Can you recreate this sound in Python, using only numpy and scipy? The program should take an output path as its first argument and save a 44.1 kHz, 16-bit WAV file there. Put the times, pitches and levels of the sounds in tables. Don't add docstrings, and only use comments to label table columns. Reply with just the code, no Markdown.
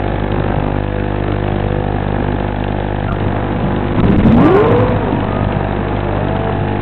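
import sys
import numpy as np
from scipy import signal
from scipy.fft import rfft, irfft, next_fast_len
from scipy.io import wavfile

SR = 44100
rng = np.random.default_rng(int(sys.argv[2]) if len(sys.argv) > 2 else 0)


def gain_from_db(level_db):
    decades = np.asarray(level_db, float) / 20
    return 10 ** decades


def inscribe(sig):
    pcm = np.round(np.clip(np.atleast_2d(sig).T, -1, 1) * 32767)
    wavfile.write(sys.argv[1], SR, pcm.astype(np.int16))


N = 300321

FIELD_HZ = 49.951
TEXT_TOP_MS, TEXT_PITCH_MS, TEXT_HEIGHT_MS, TEXT_END_MS = 2.82, 1.163, 0.9, 6.08
BLANK_START_MS, BLANK_END_MS = 9.63, 11.16
PATCH_START_MS, PATCH_END_MS, BAND_START_MS = 19.4, 0.33, 1.2

# time in seconds, ground below the text,
# foreground before blanking, sky after blanking, glare at the field edge (all full scale units).
VIEW_STEPS = [(0.0, .2, .1, .17, .3), (.27, .3, .14, .2, .33), (.65, .52, .11, .08, .1),
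              (1.08, .3, .11, .19, .2), (1.62, .49, .16, .09, .1), (1.95, .35, .17, .13, .0),
              (2.43, .18, .24, .2, .14), (2.97, .07, .15, .15, .15), (3.24, .1, .07, .41, .04),
              (3.55, .23, .2, .41, .02), (4.15, .0, .45, .5, .0), (4.59, .36, .0, .13, .0),
              (4.86, .36, .14, .24, .2), (5.13, -.1, .2, .24, .14), (5.45, .08, .1, .13, .15),
              (6.15, .31, .21, .19, .02), (6.5, .14, .12, .28, .0), (6.81, .11, .06, .35, -.06)]
# time in seconds, share repeating from field to field (0-1),
# excess of the busy lower picture in dB.
PICTURE_TEXTURE = [(0, 0.5, 9.5), (1.4, 0.7, 10), (2.9, 0, 4.5), (3.2, 0.3, 5), (4, 0.2, 1.5), (5, 0.4, 2),
                   (6, 0.1, -1), (6.81, 0.8, -18.5)]
# start in seconds, end in seconds, multiple of the field rate, level in dB rms.
GROUND_STRIPES = [
    (0, .5, 14, -31.5),
    (.75, 1.198, 10, -30.5),
    (1.649, 1.9, 10, -34.5),
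    (3.5, 3.802, 12, -32),
    (5.93, 6.215, 7, -25),
    (6.42, 7.095, 7, -21.5),
]
# time in seconds, pitch in Hz, level in dB rms.
ROTOR_TONES = [
    [(4.0, 172, -20), (4.04, 185.1, -14), (4.255, 212, -6.5), (4.39, 246.1, -6.5), (4.555, 393, -7),
     (4.69, 468, -12.5), (4.8, 491, -16), (4.91, 505, -20.5), (4.98, 505, -28.5)],
    [(4.98, 505, -28.5), (5.12, 355.6, -24.5), (5.26, 247.7, -31), (5.42, 234.4, -29)],
]
# time in seconds, pitch in Hz, level in dB rms.
MOTOR_WHINES = [
    [(4.362, 690, -14), (4.41, 1027, -22), (4.45, 1185, -21), (4.5, 1170, -25), (4.58, 1040, -27),
     (4.65, 1040, -23), (4.88, 1000, -33), (5.1, 880, -29), (5.25, 1048, -35)],
    [(5.95, 600, -36), (6.08, 585, -26), (6.19, 595, -28), (6.28, 660, -25), (6.55, 668, -28),
     (6.72, 690, -41)],
]
# start in seconds, length in seconds, start pitch in Hz,
# end pitch in Hz, peak level in dB rms.
MOTOR_BLIPS = [
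    (3.07, .08, 1390, 1347, -25.5),
    (3.091, .06, 1190, 1222, -25.5),
    (3.09, .06, 710, 660, -22.5),
    (4.52, .11, 1472, 1405, -24),
    (5.269, .22, 1204, 1262, -26.5),
    (5.56, .14, 940, 880, -30),
    (4.56, .56, 118, 99.9, -16),
]
# time in seconds, airspeed as buffeting in dB, rotor load as wash in dB.
FLIGHT_PATH = [(0, -25, -26), (.55, -25, -23.5), (.85, -32.5, -27), (1.55, -23, -25), (1.9, -27.5, -28),
               (2.25, -24, -24), (2.5, -28, -28), (3.0, -29, -28.5), (3.3, -27, -22.5), (3.9, -21, -23.5),
               (4.0, -7, -18.5), (4.12, -10, -20), (4.3, -5, -18), (4.47, -6.5, -13.5), (4.77, -12, -16),
               (5.1, -24.5, -22), (6.4, -27.5, -22.5), (6.81, -27, -27.5)]
# time in seconds, peak in dB, pitch in Hz, width in ms.
GUST_KNOCKS = [(0.128, -14, 222, 5.9), (0.379, -15, 211, 8.2), (0.579, -6, 124, 9.4),
               (0.634, -14, 214.4, 6.4), (0.663, -15.5, 155.7, 3.9), (1.96, -14, 249.4, 6.3),
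               (2.208, -15.5, 208.5, 8.3), (2.348, -17.5, 257.6, 13), (3.118, -9.5, 158, 4),
               (3.246, -8, 158, 10), (3.288, -18.5, 175, 9.0), (3.559, -14.5, 165.6, 17.9),
               (3.643, -7, 155.8, 7.4), (3.745, -7.5, 175.3, 9.8), (3.833, -12.5, 199, 9.7),
               (5.133, -9.5, 289, 18), (5.193, -11, 242, 8.7), (5.225, -12, 230.5, 3.1),
               (5.338, -13, 182, 8), (5.362, -11, 215.3, 4.5), (5.431, -9.5, 181.5, 6.3),
               (5.471, -8.5, 194, 4.1), (5.57, -7.5, 147, 10.8), (5.795, -6.5, 171, 7.4),
               (6.232, -17, 160.6, 14), (6.584, -13.5, 150.4, 9.1)]
# time in seconds, stall in ms, depth of the swing before,
# height of the rebound after (both full scale units).
INPUT_DROPOUTS = [(3.101, 9, 0.4, 0.14), (3.126, 2.2, 0.087, .62), (3.266, 2.4, 0.69, .4),
                  (4.893, 2, 0.37, 0.81), (3.937, 7, 0.23, 0.23), (4.009, 5, .4, .8), (4.016, 13, 0.56, 1),
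                  (4.048, 4, 0.39, 0.92), (4.107, 5.1, 0.66, 0.51), (4.168, 5.9, 0.55, 0.99),
                  (4.175, 7, 1, 0.67), (4.222, 6.9, 0.49, .25), (4.358, 6.8, 0.68, .6),
                  (4.449, 2.6, .5, 0.61), (5.255, 3, 0.3, 0.076), (5.468, 1.7, 0.64, 0.48)]
# frequency in Hz, density in dB per Hz.
WIND_SPECTRUM = [(25, -13.5), (60, -9), (110, -3), (170, -3), (320, -9), (600, -28)]
# frequency in Hz, density in dB per Hz.
WASH_SPECTRUM = [(60, -5.5), (250, 3.5), (450, 1.5), (700, -0.5), (1000, -5), (1600, -13), (3000, -24.5)]
# frequency in Hz, density in dB per Hz.
HISS_SPECTRUM = [(600, -16.5), (1300, 4.5), (2000, -0.5), (2700, -3), (3400, -6), (4200, -2.5), (6000, -10)]


def rms_one(x):
    return x / np.sqrt(np.mean(x ** 2) + 1e-20)


def in_time(rows):
    s, *columns = np.transpose(rows)
    return [np.interp(np.arange(N) / SR, s, column) for column in columns]


def one_pole(x, ms):
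    r = np.exp(-1000 / (ms * SR))
    return signal.lfilter([1 - r], [1, -r], x)


def drift(rate_hz):
    ms = 1000 / (2 * np.pi * rate_hz)
    noise = rng.standard_normal(N + SR)
    smooth = one_pole(one_pole(noise, ms), ms)
    return rms_one(smooth[SR:])


def colour(x, spectrum):
    hz, db = np.transpose(spectrum)
    size = next_fast_len(N, real=True)
    log_hz = np.log(np.arange(size // 2 + 1) * SR / size + 1)
    gain = gain_from_db(np.interp(log_hz, np.log(hz), db, left=-60, right=-60))
    return rms_one(irfft(rfft(x, size) * gain, size)[:N])


def scan_clock(fields):
    turns = np.arange(N) / SR * FIELD_HZ / fields
    return turns.astype(int), turns % 1 * fields * 1000 / FIELD_HZ


def scan_steps():
    below, blank_in, blank_out, glare = in_time(VIEW_STEPS)
    squeeze_s, squeeze_width_s, squeeze_depth = 4.5, 0.35, 0.8
    away = (np.arange(N) / SR - squeeze_s) / squeeze_width_s
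    squeeze = 1 - squeeze_depth * np.exp(-away ** 2)
    text = (0.68 - 0.5 * below - 0.45 * blank_out) * squeeze
    return text, below, blank_in, blank_out, 1.2 * glare, 0.75 * glare


def scan_buzz():
    field, ms = scan_clock(1)
    text, below, blank_in, blank_out, patch, band = scan_steps()
    chance = rng.standard_normal((field[-1] + 1, 5))[field].T

    def edge(at_ms):
        passed = ms >= at_ms
        return 1. * (np.diff(passed, prepend=False) & passed)

    steps = np.zeros(N)
    for row in range(3):
        top_ms = TEXT_TOP_MS + TEXT_PITCH_MS * row
        pulse = edge(top_ms + TEXT_HEIGHT_MS) - edge(top_ms)
        steps += pulse * text * (1 + 0.16 * chance[row])
    steps += edge(TEXT_END_MS) * below * (1 + 0.2 * chance[3])
    steps += edge(BLANK_START_MS) * blank_in
    steps -= edge(BLANK_END_MS) * blank_out * (1 + 0.25 * chance[4])
    steps += (edge(PATCH_END_MS) - edge(PATCH_START_MS)) * patch
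    steps += (edge(TEXT_TOP_MS) - edge(BAND_START_MS)) * band
    steps[0] -= 0.4
    sag_s = 1.48e-3
    sag = signal.lfilter([1], [1, -np.exp(-1 / (SR * sag_s))], steps)
    return one_pole(one_pole(sag, ms=0.15), ms=0.15)


def stripes():
    t = np.arange(N) / SR
    out = np.zeros(N)
    for start_s, end_s, multiple, level_db in GROUND_STRIPES:
        progress = np.clip((t - start_s) / (end_s - start_s), 0, 1)
        swell = np.sin(np.pi * progress) ** 0.86
        carrier = np.sin(2 * np.pi * round(multiple) * FIELD_HZ * t)
        out += np.sqrt(2) * gain_from_db(level_db) * swell * carrier
    return out


def tone(rows, wobble, flutter_db, overtone_db):
    hz, level_db = in_time(rows)
    t = np.arange(N) / SR
    turn = 2 * np.pi * np.cumsum(hz * (1 + wobble * drift(30))) / SR
    running = (t > rows[0][0]) * (t < rows[-1][0])
    gain = np.sqrt(2) * gain_from_db(level_db + flutter_db * drift(45)) * running
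    return gain * (np.sin(turn) + gain_from_db(overtone_db) * np.sin(2 * turn))


def beating():
    together_s, lasts_s = 4.04, 0.75
    beat_hz, slowing_hz_per_s, weaker_share = 14.64, 11.6, 0.75
    t = np.clip(np.arange(N) / SR - together_s, -lasts_s, lasts_s)
    share = weaker_share * (1 - np.abs(t) / lasts_s)
    turn = 2 * np.pi * (beat_hz * t - slowing_hz_per_s * t ** 2 / 2)
    return np.abs(1 + share * np.exp(1j * turn)) / (1 + share)


def blip(start_s, length_s, from_hz, to_hz, peak_db):
    attack, rise_db, fade_db = 0.3, 16, 13
    return [(start_s, from_hz, peak_db - rise_db),
            (start_s + attack * length_s, from_hz + attack * (to_hz - from_hz), peak_db),
            (start_s + length_s, to_hz, peak_db - fade_db)]


def motors():
    shake = sum(tone(rows, wobble=0.022, flutter_db=2.4, overtone_db=-17) for rows in ROTOR_TONES)
    whine_rows = MOTOR_WHINES + [blip(*row) for row in MOTOR_BLIPS]
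    whines = sum(tone(rows, wobble=0.007, flutter_db=1.8, overtone_db=-25) for rows in whine_rows)
    return beating() * shake + whines


def knocks():
    out = np.zeros(N)
    t = np.arange(-2000, 2000) / SR
    for s, peak_db, hz, width_ms in GUST_KNOCKS:
        swing = np.sin(2 * np.pi * hz * t) * np.exp(-(t * 1700 / width_ms) ** 2)
        middle = round(s * SR)
        out[middle - 2000:middle + 2000] += gain_from_db(peak_db - 2.0) * swing
    return out


def gusts_db():
    swell_db, swell_s = 7.0, 0.07
    s = np.arange(0, N, 64) / SR
    nearest_s = np.abs(s[:, None] - np.transpose(GUST_KNOCKS)[0]).min(axis=1)
    return np.interp(np.arange(N) / SR, s, swell_db * np.exp(-(nearest_s / swell_s) ** 2))


def busy_part(depth_db):
    turn = 2 * np.pi * (scan_clock(1)[1] - 2) * FIELD_HZ / 1000
    return gain_from_db(depth_db / 2 * np.tanh(2 * np.cos(turn)))


def wind(level_db):
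    depth_db = in_time(PICTURE_TEXTURE)[1]
    lumps = gain_from_db(level_db - 6.5 + 3.4 * drift(7.2))
    return lumps * busy_part(0.48 * depth_db) * colour(rng.standard_normal(N), WIND_SPECTRUM)


def picture_and_wash(level_db):
    field, ms = scan_clock(1)
    still, depth_db = in_time(PICTURE_TEXTURE)
    keep = 0.9
    fresh = rng.standard_normal((field[-1] + 31, 884))
    rows = signal.lfilter([np.sqrt(1 - keep ** 2)], [1, -keep], fresh, axis=0)
    pattern = rows[field + 30, (ms * SR / 1000).astype(int)]
    still = np.clip(still, 0, 1)
    mix = np.sqrt(still) * pattern + np.sqrt(1 - still) * rng.standard_normal(N)
    return gain_from_db(level_db + 1.6 * drift(38)) * busy_part(depth_db) * colour(mix, WASH_SPECTRUM)


def link_hiss(level_db):
    group, ms = scan_clock(2)
    strengths = gain_from_db(7.5 + 2.3 * rng.standard_normal(group[-1] + 2))
    strength = strengths[group + (ms > 20)]
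    packet = one_pole(strength * ((ms > 37.3) | (ms < 1.4)), ms=0.3)
    high_pass = signal.butter(2, 2000, "high", fs=SR, output="sos")
    bright = signal.sosfilt(high_pass, rng.standard_normal(N))
    texture = busy_part(0.25 * in_time(PICTURE_TEXTURE)[1]) * gain_from_db(1.5 * drift(120))
    ground = texture * colour(rng.standard_normal(N), HISS_SPECTRUM)
    return gain_from_db(level_db - 2.5) * (ground + 0.85 * packet * colour(bright, HISS_SPECTRUM))


def scene():
    speed_db, wash_db = in_time(FLIGHT_PATH)
    calm_db, calm_hiss_db, hiss_follows = -28, -33, 0.22
    hiss_db = calm_hiss_db + hiss_follows * (speed_db - calm_db)
    air = knocks() + wind(speed_db + gusts_db()) + picture_and_wash(wash_db) + link_hiss(hiss_db)
    return (scan_buzz() + stripes() + motors() + air)[None]


def roll_off(x):
    return signal.sosfilt(signal.butter(12, 15850, fs=SR, output="sos"), x)


def record(dry):
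    x = dry[0] / (1 + (dry[0] / 0.9) ** 4) ** 0.25
    ms = np.arange(N) * 1000 / SR
    for s, stall_ms, depth, rebound in INPUT_DROPOUTS:
        span = slice(round(s * SR) - 100, round(s * SR) + 1200)
        t = ms[span] - s * 1000
        after = t - stall_ms - 1.2
        stalled = np.clip(np.minimum(t + 1.6, stall_ms - t) / 0.8, 0, 0.86)
        swing = -depth * np.exp(-np.abs(t) / 1.3) * stalled
        swing += rebound * np.exp(-(after / 0.9) ** 2)
        duck = 1 - 0.2 * np.exp(-(after / 0.5) ** 2)
        x[span] = x[span] * (1 - stalled) * duck + swing
    x = signal.sosfiltfilt(signal.cheby2(7, 36, 4750, fs=SR, output="sos"), x)
    x = np.clip(x - x.mean() - 0.0076, -0.708, 0.708)
    return roll_off(x[None])


dry = scene()
out = record(dry)
inscribe(out)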